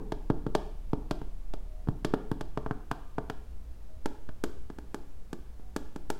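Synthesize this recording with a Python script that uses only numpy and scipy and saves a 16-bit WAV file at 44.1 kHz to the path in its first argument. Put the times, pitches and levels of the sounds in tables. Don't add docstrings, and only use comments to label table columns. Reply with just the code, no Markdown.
import sys
import numpy as np
from scipy import signal
from scipy.fft import rfft, irfft, next_fast_len
from scipy.io import wavfile

SR = 44100
rng = np.random.default_rng(int(sys.argv[2]) if len(sys.argv) > 2 else 0)


def waveform_to_disk(signal):
    frames = np.transpose(np.atleast_2d(signal))
    scaled = np.clip(frames, -1, 1) * 32767
    samples = np.round(scaled).astype(np.int16)
    wavfile.write(sys.argv[1], SR, samples)


N = 272979

HOLLOW, CRISP, WOODY, BRIGHT = range(4)
TOP_HZ = 16000


def undb(db):
    return 10 ** (np.asarray(db) / 20)


def unit(x):
    return x / np.sqrt(np.mean(x ** 2))


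def colour(x, points):
    hz, db = np.transpose(points)
    size = next_fast_len(len(x) + SR // 10)
    f = np.maximum(np.fft.rfftfreq(size, 1 / SR), 1)
    gain = undb(np.interp(np.log(f), np.log(hz), db))
    return irfft(rfft(x, size) * gain, size)[:len(x)]


def band(x, lo_hz, hi_hz, order=2):
    edges_hz = [lo_hz, min(hi_hz, SR / 2 - 1)]
    return signal.sosfilt(signal.butter(order, edges_hz, "band", fs=SR, output="sos"), x)


def fade(t, t60):
    return np.exp(-np.log(1000) * t / t60)


def add(track, s, x):
    start = int(round(s * SR))
    part = track[start:start + len(x)]
    part += x[:len(part)]


def strike_level(x, db):
    return x * undb(db) / np.sqrt(np.mean(x[:SR // 100] ** 2))


def burst(t, t60, contact_db):
    x = rng.standard_normal(len(t)) * fade(t, t60)
    x[0] += undb(contact_db)
    even = irfft(np.exp(1j * np.angle(rfft(x))), len(t))
    return even * fade(t, 2 * t60)


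def panels(t, spot, blow_db, scatter_db=1.5):
    # frequency in Hz, t60 in seconds,
    # then the signed weight (linear) when struck at the hollow, crisp, woody and bright spot.
    box_modes = np.array([(126.0, 0.049, -1.16, -0.59, -1.46, -0.01),
                          (170.0, 0.031, -0.27, -0.51, 0.19, 0.41), (209.0, 0.063, 0.2, 0.41, -0.06, -0.07),
                          (298.0, 0.052, 0.9, 0.87, 0.68, -0.98), (343.0, 0.064, 0.36, 0.19, 0.12, -0.58),
                          (406.0, 0.067, 0.36, -0.13, 0.09, -0.6), (429.0, 0.051, 0.37, -0.71, 0.52, -0.06),
                          (503.0, 0.021, -0.24, 0.46, 0.11, 0.05), (614.0, 0.035, -0.33, -0.63, 0.36, 0.59),
                          (656.0, 0.024, 0.14, -0.43, -1.1, -0.57), (729.0, 0.019, 0.56, 0.08, 0.69, -0.31),
                          (831.0, 0.026, 0.32, -0.06, 0.18, -0.74), (897.0, 0.034, 0.34, 0.18, 0.25, -0.07),
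                          (927.0, 0.029, -0.17, 0.3, 0.09, 0.35), (1017.0, 0.019, 0.15, 0.26, 0.42, 0.0),
                          (1149.0, 0.024, -0.17, 0.3, -0.05, -0.01),
                          (1213.0, 0.033, -0.04, 0.12, -0.06, 0.05),
                          (1394.0, 0.022, -0.17, 0.31, -0.06, 0.16),
                          (1566.0, 0.014, -0.21, 0.26, -0.45, 0.59),
                          (1680.0, 0.02, -0.22, 0.14, -0.1, 0.32),
                          (1769.0, 0.028, -0.02, 0.02, -0.01, -0.12)])
    # thump, body and knock, in Hz.
    blow_hz = [148, 383, 1220]
    hz, t60, weight = box_modes[:, 0], box_modes[:, 1], box_modes[:, 2 + spot]
    db = np.interp(np.log(hz), np.log(blow_hz), blow_db)
    db = db + scatter_db * rng.standard_normal(len(hz))
    ringing = np.sin(2 * np.pi * hz[:, None] * t) * fade(t, t60[:, None])
    return (weight * undb(db)) @ ringing


def card(t, knock_db):
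    crowd = burst(t, t60=0.038, contact_db=-20)
    return strike_level(band(crowd, 407, 1544, order=4), knock_db - 14)


def edge(contact, edge_db):
    centre_hz, width_hz = 6800, 5200
    peak = signal.lfilter(*signal.iirpeak(centre_hz, centre_hz / width_hz, fs=SR), contact)
    return contact + (undb(edge_db) - 1) * peak


def nail(contact, tick_db, snap_db, low_hz):
    # frequency in Hz, width in Hz, level in dB relative to the others.
    stiff_modes = [(2355, 430, 17), (2835, 320, 11.5), (3210, 350, 11.5), (3790, 260, -3), (4380, 70, 10),
                   (4830, 93, 6.5), (5760, 270, -28)]
    # frequency in Hz, relative level in dB.
    snap_spectrum = [(3000, -12), (5000, -5), (7200, 1), (9500, -3.5), (12000, -0.5), (16000, -12)]
    tick = np.zeros(len(contact))
    for hz, width, db in stiff_modes:
        tick += undb(db) * band(contact, hz - width / 2, hz + width / 2, order=1)
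    tick = band(tick, low_hz, TOP_HZ, order=3)
    snap = colour(contact, snap_spectrum)
    return strike_level(tick, tick_db - .5) + strike_level(snap, snap_db + .5)


def tap(t, spot, strength_db, nail_db, pad_db):
    # knock, nail tick and nail snap in dB added to the tap strength,
    # gain of the glassy band in dB, lowest tick frequency in Hz.
    spot_answers = [(-7, -32.5, -43.5, -6.5, 2580), (-3, -20, -31, -2.5, 3200),
                    (1, -25.5, -44.5, -0.5, 1970), (-1.1, -19.5, -22, 7, 1800)]
    # dB gained by knock, tick and snap per dB of nail.
    nail_slope = (0.19, 0.39, 1)
    *answer_db, edge_db, low_hz = spot_answers[spot]
    knock_db, tick_db, snap_db = strength_db + np.array(answer_db) + nail_db * np.array(nail_slope)
    blow_db = [strength_db + pad_db, strength_db, knock_db]
    knock = panels(t, spot, blow_db) + card(t, knock_db)
    near_contact = edge(burst(t, t60=0.034, contact_db=10), edge_db)
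    outward_contact = edge(signal.unit_impulse(len(t)), edge_db)
    near = nail(near_contact, tick_db, snap_db, low_hz)
    outward = nail(outward_contact, tick_db, snap_db, low_hz)
    return knock + near, knock + outward


def room(x, build_s=0.0075):
    # centre in Hz, echo gain in dB, t60 in seconds.
    echo_bands = [(70, -13, 0.33), (142, -11, 1), (306, -8.5, 0.5), (580, -9, 0.5), (1164, -12, 0.6),
                  (1570, -13, 0.51), (2300, -13.5, 1), (4930, -10.5, 0.5), (9000, -14, 0.77),
                  (16160, -11, 0.22)]
    t = np.arange(SR) / SR
    hz, db, t60 = np.transpose(echo_bands)
    log_f = np.log(np.maximum(np.fft.rfftfreq(SR, 1 / SR), 1))
    noise = rfft(rng.standard_normal(SR))
    response = np.zeros(SR)
    for share, band_db, band_t60 in zip(np.eye(len(hz)), db, t60):
        envelope = fade(t, band_t60) * (1 - np.exp(-(t / build_s) ** 2))
        echoes = irfft(noise * np.interp(log_f, np.log(hz), share), SR)
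        response += undb(band_db) * echoes * envelope / np.linalg.norm(envelope)
    return signal.fftconvolve(x, response)[:len(x)]


def hum():
    hum_hz, start_db, low_db = 28.9, -39, -55
    hold_s, sink_db_per_s = 1.7, 5
    t = np.arange(N) / SR
    db = np.maximum(start_db - sink_db_per_s * np.maximum(t - hold_s, 0), low_db)
    return np.sqrt(2) * np.sin(2 * np.pi * hum_hz * t) * undb(db)


def air():
    # frequency in Hz, relative density in dB per Hz.
    air_spectrum = [(3, 25), (7, 10.5), (14, 15), (24, -12), (42, 0.5), (60, 6), (80, -9), (130, -14.5),
                    (300, -21.5), (600, -27), (1200, -34.5), (2200, -40.5), (5000, -44.5), (16000, -50)]
    level_db = -35
    return undb(level_db) * unit(colour(rng.standard_normal(N), air_spectrum))


def far_tones():
    # start in seconds, length in seconds, frequency in Hz, rms level at the peak in dB.
    tone_list = [(1.645, 0.23, 622, -62), (1.717, 0.15, 724, -67), (2.98, 0.16, 1196, -69),
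                 (3.84, 0.2, 625, -65), (5.597, 0.15, 735, -68)]
    waver_hz, waver_step_s = 17, 0.032
    out = np.zeros(N)
    for s, length, hz, db in tone_list:
        t = np.arange(int(length * SR)) / SR
        waver = waver_hz * np.interp(t / waver_step_s, np.arange(20), rng.standard_normal(20))
        tone = np.sqrt(2) * np.sin(2 * np.pi * np.cumsum(hz + waver) / SR)
        swell = np.sin(np.pi * t / length)
        add(out, s, undb(db) * swell * tone)
    return out


def scene(path_count=4):
    # time in seconds, spot, strength in dB, nail in dB, finger pad in dB;
    # 0 dB of nail or pad is an ordinary tap.
    tap_list = [(-.045, HOLLOW, -16.5, -23, -1.5), (.121, CRISP, -24.5, -7, -5.5),
                (.301, HOLLOW, -18, -1.5, 1), (.4655, HOLLOW, -24.5, -1, 4), (.5507, CRISP, -16.5, -1, -6),
                (.9326, HOLLOW, -21, -0.5, -1), (1.1105, CRISP, -22, 1.5, 0.5),
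                (1.216, HOLLOW, -34.5, 5, -1), (1.537, CRISP, -33, 2, -3.5), (1.8736, HOLLOW, -33, -7, 1),
                (1.8863, HOLLOW, -26, 2, 10), (2.0473, CRISP, -20, 2, -1),
                (2.138, HOLLOW, -14.5, 1.5, -13.5), (2.3154, HOLLOW, -24, 11, 2.5),
                (2.410, CRISP, -30, 4, 5), (2.5743, WOODY, -22.5, -5.5, -6.5),
                (2.662, WOODY, -27, -16, -3.5), (2.710, WOODY, -25, -10, -1),
                (2.9137, WOODY, -26.5, 19, -1), (3.1826, WOODY, -22.5, -14, -4),
                (3.299, WOODY, -27, 16.5, -6), (4.0585, BRIGHT, -24.5, -2, 1), (4.290, WOODY, -36.5, 5, -1),
                (4.4386, BRIGHT, -25, 2.5, 3.5), (4.701, BRIGHT, -38.5, -13, 15),
                (4.786, BRIGHT, -39, -3.5, 13), (4.9445, BRIGHT, -32, 2.5, 4),
                (5.330, BRIGHT, -33, 0.5, 14.5), (5.5965, HOLLOW, -49, -1, 6),
                (5.763, BRIGHT, -27, 3.5, 8.5), (5.9607, BRIGHT, -35.5, -1.5, 15.5),
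                (6.102, BRIGHT, -24.5, 3.5, -17)]
    t = np.arange(SR // 8) / SR
    lead_in_s = 1
    direct = np.zeros(SR * lead_in_s + N)
    radiated = np.zeros((path_count, len(direct)))
    for k, (s, *touch) in enumerate(tap_list):
        near, outward = tap(t, *touch)
        add(direct, s + lead_in_s, near)
        add(radiated[k % path_count], s + lead_in_s, outward)
    echoes = sum(room(path) for path in radiated)
    taps_in_room = (direct + echoes)[SR * lead_in_s:]
    return (taps_in_room + hum() + air() + far_tones())[None]


def record(dry):
    return signal.sosfilt(signal.ellip(8, .2, 70, TOP_HZ, fs=SR, output="sos"), dry)


dry = scene()
out = record(dry)
waveform_to_disk(out)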